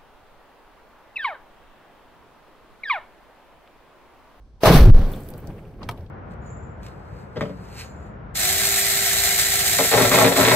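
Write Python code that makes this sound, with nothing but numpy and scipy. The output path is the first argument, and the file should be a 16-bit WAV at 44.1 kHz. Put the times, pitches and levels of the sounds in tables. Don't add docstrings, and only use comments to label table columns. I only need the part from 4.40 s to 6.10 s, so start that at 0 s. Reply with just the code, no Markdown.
import sys
import numpy as np
from scipy import signal
from scipy.io import wavfile

SR = 44100
rng = np.random.default_rng(int(sys.argv[2]) if len(sys.argv) > 2 else 0)


def volts(x):
    e = np.asarray(x, float) / 20
    return 10 ** e


def waveform_to_disk(signal):
    frames = np.transpose(np.atleast_2d(signal))
    scaled = np.clip(frames, -1, 1) * 32767
    samples = np.round(scaled).astype(np.int16)
    wavfile.write(sys.argv[1], SR, samples)


N = 74970
BURST_S = 0.2346


def rms_one(x):
    return x / np.sqrt(np.mean(x ** 2) + 1e-20)


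def at_hz(points, hz):
    table = np.array(points)
    return np.interp(np.log(hz), np.log(table[:, 0]), table[:, 1])


def in_time(rows):
    s, *columns = np.transpose(rows)
    return [np.interp(np.arange(N) / SR, s, c) for c in columns]


def drift(rate_hz):
    r = np.exp(-2 * np.pi * rate_hz * 40 / SR)
    steps = rng.standard_normal(N // 40 + 2002)
    slow = rms_one(signal.lfilter([1], [1, -2 * r, r * r], steps)[2000:])
    return np.interp(np.arange(N) / 40, np.arange(len(slow)), slow)


def passed(x, order, hz, kind):
    return signal.sosfilt(signal.butter(order, hz, kind, fs=SR, output="sos"), x)


def ring(clicks, hz, t60):
    r = volts(-60 / (t60 * SR))
    w = 2 * np.pi * hz / SR
    return signal.lfilter([0, np.sin(w)], [1, -2 * r * np.cos(w), r * r], clicks + 1e-18)


def click(s):
    return 1.0 * (np.arange(N) == int(s * SR))


def dying(s, t60):
    t = np.maximum(np.arange(N) / SR - s, 0)
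    touch_s = 0.0013
    return np.minimum(t / touch_s, 1) * volts(-60 * t / t60)


def squash(x, top, knee):
    return x / (1 + np.abs(x / top) ** knee) ** (1 / knee)


def panned(db):
    return volts([[db / 2], [-db / 2]])


def grit_burst(grit, s, hz, t60, octaves):
    edges = np.minimum(hz * 2.0 ** np.array([-octaves / 2, octaves / 2]), 0.45 * SR)
    band = passed(grit * dying(s, t60) + 1e-18, 2, edges, "band")
    return band * np.sqrt(SR / 2 / (edges[1] - edges[0]))


def hiss():
    return rng.standard_normal((2, 2, N))


# f/Hz, likeness/(-1 to 1)
LIKENESS = [(30, 0.84), (125, 0.99), (300, 1), (1400, 0.76), (2600, 0.03), (4000, 0.45), (8000, -.2),
            (14000, -.15)]


def banded(white, colour, patchy_db, tilt_db=0):
    out, power, together = 0, 0, drift(7.5)
    edges = 18 * 2 ** np.arange(0, 10.1, 0.5)
    run_in = 6000
    for k, (low, high) in enumerate(zip(edges, edges[1:])):
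        looped = np.tile(white[k % 2], 2)[:, N - run_in:]
        mid, side = passed(looped, 2, [low, high], "band")[:, run_in:]
        hz = np.sqrt(low * high)
        alike = np.clip(at_hz(LIKENESS, hz), -1, 1)
        gain = volts(at_hz(colour, hz) - 30 * (hz < colour[0][0] / 1.5))
        power += gain ** 2 * (high - low) * 2 / SR
        flicker_db = patchy_db * (together + drift(27))
        gain = gain * volts(flicker_db + tilt_db * np.log2(hz / 600))
        out = out + gain * (np.sqrt(1 + alike) * mid + np.sqrt(1 - alike) * side * [[1], [-1]])
    return out / np.sqrt(power)


# f/Hz, level per Hz/dB
AIR_COLOUR = [(25, 1.5), (50, 4.5), (90, -8), (300, -18), (1000, -27.5), (2000, -40), (6000, -42),
              (16000, -70)]


def air():
    drone = np.sin(2 * np.pi * 48 * np.arange(N) / SR)
    return volts(-52.5) * banded(hiss(), AIR_COLOUR, patchy_db=-0.5) + volts(-51) * drone


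# t/s, level/dB, brightness/(dB per octave)
FLAMES = [(.235, -29.5, 1), (.3, -18, 1), (.5, -27, -2), (.56, -31, -1), (.62, -32, -0.5), (.75, -37.5, 0),
          (.9, -42, 0.5), (1.0, -42.5, 0), (1.1, -40.5, 0), (1.2, -42.5, 0.5), (1.3, -43.5, 0.5),
          (1.42, -42.5, -0.5), (1.5, -37, 1), (1.55, -40, 0.5), (1.61, -45.5, 0.5), (1.7, -47.5, -1)]
# f/Hz, level per Hz/dB
FLAME_COLOUR = [(30, -5.5), (140, -3), (250, -11.5), (620, -15.5), (870, -28.5), (1250, -28.5), (4000, -50),
                (14000, -55)]


def flames():
    db, tilt_db = in_time(FLAMES)
    lit = np.arange(N) > BURST_S * SR
    return volts(db) * lit * banded(hiss(), FLAME_COLOUR, patchy_db=1.52, tilt_db=tilt_db)


# t/s, level/dB, rise/s, fall/s
PUFFS = [
    (0.739, -51, 0.022, 0.037),
    (0.994, -59.5, 0.016, 0.011),
    (1.103, -55.5, 0.011, 0.0071),
    (1.189, -56.5, .015, 0.028),
    (1.28, -59.5, 0.027, .03),
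    (1.421, -50, 0.014, .025),
    (1.518, -56, 0.016, 0.022),
]
# f/Hz, level per Hz/dB
PUFF_COLOUR = [(300, 6.5), (900, 6.5), (1500, -3), (2600, -8.5), (4000, -28), (14000, -48)]


def puffs():
    t = np.arange(N) / SR
    shape = 0
    for s, db, rise, fall in PUFFS:
        swell, fade = np.exp(-((t - s) / rise) ** 2), np.exp(-np.abs(t - s) / fall)
        shape = shape + volts(db) * np.where(t < s, swell, fade)
    return shape * banded(hiss(), PUFF_COLOUR, patchy_db=4.0)


# f/Hz, level per Hz/dB
ASH_COLOUR = [(3000, -5.5), (6500, -20.5), (8500, 7), (10000, -14), (13000, 5), (15500, -1)]


def ash():
    start_s, rise_s, fall_s, grains_per_s = 0.653, 0.086, 0.2, 4100
    t = np.maximum(np.arange(N) / SR - start_s, 0)
    falls = rng.random((2, 2, N)) < grains_per_s / SR
    weight_db = 3.5 * np.minimum(rng.exponential(1, (2, 2, N)), 3)
    grains = falls * volts(weight_db) * np.sign(hiss())
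    rise = np.minimum(t / rise_s + 0.42 * (t > 0), 1)
    shape = rise * np.exp(-np.maximum(t - rise_s, 0) / fall_s)
    return volts(-55) * shape * banded(rms_one(grains), ASH_COLOUR, patchy_db=1.2)


# t/s, level/dB, f/Hz, fade by 60 dB/s, left-
# right/dB
CHIPS = [(.7215, -46, 14900, .015, -5), (0.7303, -42, 13500, 0.017, -3), (0.7296, -48, 8500, .012, -2),
         (.734, -42, 3480, 0.05, 3), (.7595, -48.5, 8200, .02, 0), (.8034, -49.5, 9110, .03, -3),
         (.804, -50, 12000, .03, 0), (.834, -48, 7900, 0.017, 3), (.9075, -50, 13200, .015, -2),
         (0.9366, -47.5, 11500, .012, 4), (0.978, -62, 2670, .2, 3), (.9999, -51, 14800, 0.025, 1),
         (1.103, -54, 2540, .05, 0), (1.188, -58, 2540, .05, -5), (1.2511, -55, 2540, 0.035, 0),
         (1.3367, -59, 2520, .03, 2), (1.5775, -60, 11800, .02, 0), (1.6065, -61, 13000, 0.014, 0),
         (1.507, -41, 980, 0.19, 0)]


def chips():
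    out = np.zeros((2, N))
    grit = rng.standard_normal(N) + 0.33 * rng.standard_normal((2, N))
    for s, db, hz, t60, pan_db in CHIPS:
        out += volts(db) * grit_burst(grit, s, hz, t60, octaves=0.32) * panned(pan_db)
    return out


# t/s, level/dB, middle f/Hz, fade by 60 dB/s, left-right/dB
SCRAPS = [(.7166, -38, 11000, 0.025, 4), (0.887, -43.5, 4300, 0.021, -2), (.8867, -37, 12500, 0.021, -6),
          (0.902, -41, 12400, 0.032, -2), (0.9373, -36.5, 4300, 0.0083, 1),
          (0.9783, -41, 11600, 0.018, 1.5), (1.072, -39.5, 5660, 0.014, 4),
          (1.0705, -41.5, 13500, 0.016, -3), (1.4301, -35.5, 3400, 0.023, -1), (1.435, -54, 4560, .07, -3),
          (1.51, -41.5, 3500, 0.043, 1), (1.511, -43, 9900, 0.038, 2), (1.5737, -53, 2720, 0.056, -1),
          (1.607, -54, 4000, 0.022, 0), (1.661, -56.5, 3030, 0.041, 0)]


def scraps():
    out, grit = np.zeros((2, N)), rng.standard_normal((2, N))
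    for s, db, hz, t60, pan_db in SCRAPS:
        scrape = grit_burst(grit, s, hz, t60, octaves=1)
        tick = volts(-21) * np.diff(grit[::-1] * dying(s, 0.0089), prepend=0)
        out += volts(db) * (scrape + tick) * panned(pan_db)
    return out


# f/Hz, level/dB, fade by 60 dB/s
PIECE = [(470, -10, 0.066), (705, -5, 0.054), (982, 3, 0.035), (1277, -2, 0.043), (1550, -7.5, 0.024),
         (1860, -9, 0.02), (2250, -4, 0.02), (2680, -8, 0.016), (3240, -3.5, 0.014), (4260, -14, .012),
         (4930, -17, 0.01)]


def piece():
    land_s = 1.4886
    out = volts(-23) * ring(click(land_s + 0.0083) - 0.5 * click(land_s - 0.024), 106, 0.069)
    contact = dying(land_s, 0.03) + volts(-20.0) * dying(land_s + 0.019, 0.03)
    for hz, db, t60 in PIECE:
        knock = rng.choice([-1, 1]) * click(land_s + rng.uniform(0, 0.00301))
        grit = rng.standard_normal(N) + 0.24 * rng.standard_normal((2, N))
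        out = out + volts(-26.5 + db) * ring(knock + 0.089 * contact * grit, hz, t60)
    grit = rng.standard_normal(N) + 0.3 * rng.standard_normal((2, N))
    return out + volts(-17) * passed(grit * contact, 1, [700, 3000], "band")


# t/s, level/dB, f/Hz, fade by 60 dB/s, push direction/(1 or -1)
SURGES = [(0.273, -10.5, 50, 0.81, -1), (.273, -3, 158, .06, -1), (0.3023, 1, 147, 0.09, 1),
          (.348, -3, 146, 0.18, 1), (0.365, 5, 21, 0.097, 1), (.398, 4, 67, 0.1, -1),
          (.4205, 7, 49, 0.066, 1), (0.442, 14.5, 30, 0.11, 1), (0.461, -1.5, 104, 0.06, 1),
          (0.4723, 3.5, 116.5, 0.12, 1), (0.4914, -2, 118, 0.11, 1), (0.504, 10, 29, 0.077, -1),
          (0.52, 9, 16.5, 0.23, 1), (.536, -2, 50, 0.058, 1), (0.548, 0.5, 25.4, 0.4, -1),
          (.592, -5.5, 79, 0.062, 1), (0.718, -44, 49, 0.18, -1), (0.899, -31, 19, 0.16, 1),
          (0.991, -33.5, 70, 0.12, -1), (1.082, -26.5, 31, 0.12, -1), (1.593, -25, 88, 0.13, 1),
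          (1.602, -36, 81, 0.21, 1)]


def surges():
    out = 0
    for s, db, hz, t60, way in SURGES:
        out = out + np.sign(way) * volts(db) * ring(click(s), hz, t60)
    swing = squash(passed(out, 2, 420, "low"), 0.95, 1.85)
    lag = int(0.0002 * SR)
    return np.array([np.roll(swing, lag), swing])


# t/s, level/dB, brightness/(dB per octave)
JET = [
    (.235, -15, -1.5),
    (.246, -25, 0),
    (.258, -11.5, -0.5),
    (.29, -10.5, -1.5),
    (.36, -20, 0.3),
    (.385, -25, 0.14),
    (.44, -29.5, -0.23),
    (.475, -31.5, -1.5),
    (.8, -49.5, -2),
]
# f/Hz, level per Hz/dB
JET_COLOUR = [(100, -22), (170, -3.5), (300, -11), (620, -9.5), (1600, -19.5), (5000, -25.5), (8500, -34),
              (13000, -31)]
# t/s, peak level/dB
SPITS = [
    (0.2334, -12.5),
    (0.2573, -14),
    (0.2686, -6),
    (0.2824, -6),
    (0.496, -28),
]


def jet():
    db, tilt_db = in_time(JET)
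    t = np.arange(N) / SR
    swelling = t < BURST_S
    swell_db = -31 - 654 * (BURST_S - t) - 3000 * np.maximum(0.1975 + 0.01 - t, 0)
    db = np.where(swelling, swell_db, db - 60 * np.maximum(t - 0.8, 0))
    tilt_db = np.where(swelling, 0.6, np.clip(tilt_db, -5, 1))
    crackle = volts(0.84 * np.repeat(rng.standard_normal(N // 60 + 1), 60)[:N])
    spits = sum(volts(peak_db - 7.5) * dying(s, 0.02) for s, peak_db in SPITS)
    noise = banded(rms_one(hiss() * crackle), JET_COLOUR, patchy_db=1.14, tilt_db=tilt_db)
    roar = (volts(db) + spits) * noise
    high = passed(roar, 2, 364, "high")
    built = np.clip((t - 0.2576) / 0.025, 0, 1)
    return built * roar + (1 - built) * high


# f/Hz, level/dB, fade by 60 dB/s
SHELL = [(636.4, -5.5, 0.06), (541, -7.5, 0.041), (1026, -30, 0.39), (1550, -32, 0.044), (2480, -56, 0.052),
         (3300, -45, 0.031), (790, -23, 0.033)]
# t/s, level/dB
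SPLITS = [
    (.2506, -5),
    (.2554, -3),
    (.2618, -9.5),
    (.2698, -5),
    (.2778, -15),
]


def shell():
    shock_s, tears_per_s, tear_fall_s = 0.0020, 250, 0.046
    t = np.arange(N) / SR - BURST_S
    n_wave = (1 - 2 * t / shock_s) * (t >= 0) * (t < shock_s)
    shock = signal.lfilter([0.04], [1, -1.6, 0.64], n_wave)
    tear_level = volts(-9.5) * np.clip(t / 0.013, 0, 1) * np.exp(-np.maximum(t, 0) / tear_fall_s)
    tears = (rng.random(N) < tears_per_s / SR) * tear_level
    blows = click(BURST_S) + sum(volts(db) * click(s) for s, db in SPLITS)
    out = volts(-5) * shock
    for hz, db, t60 in SHELL:
        out = out + volts(db) * ring(blows + tears * rng.standard_normal(N), hz, t60)
    return out


def wall_echo(x):
    lags = (0.0073 * SR * np.array([1, 1.23])).astype(int)
    return volts(-12) * np.array([np.roll(side, lag) for side, lag in zip(x, lags)])


def pinned_gain():
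    blocked_s, freed_s, blocked_db = 0.507, 0.533, -22
    db, = in_time([(blocked_s - 0.004, 0), (blocked_s + 0.0095, blocked_db),
                   (freed_s - 0.004, blocked_db), (freed_s + 0.01, 0)])
    return volts(db)


def scene():
    hard = shell() + scraps() + piece()
    fine = hard + wall_echo(hard) + air() + flames() + puffs() + ash() + chips() + jet()
    return squash(fine, 0.73, 3.0) * pinned_gain() + surges()


def low_pass(x):
    return signal.sosfilt(signal.butter(12, 16540, fs=SR, output="sos"), x)


def record(dry):
    x = dry - 0.51 * signal.lfilter(*signal.iirpeak(6800, 5.1, fs=SR), dry)
    x = x + 0.51 * signal.lfilter(*signal.iirpeak(13000, 12.6, fs=SR), x)
    x = squash(passed(x, 1, 4, "high"), top=1.0, knee=6.0)
    mix = signal.sosfilt(signal.ellip(12, 0.5, 90, 15670, fs=SR, output="sos"), x)
    return low_pass(mix)


dry = scene()
out = record(dry)
waveform_to_disk(out)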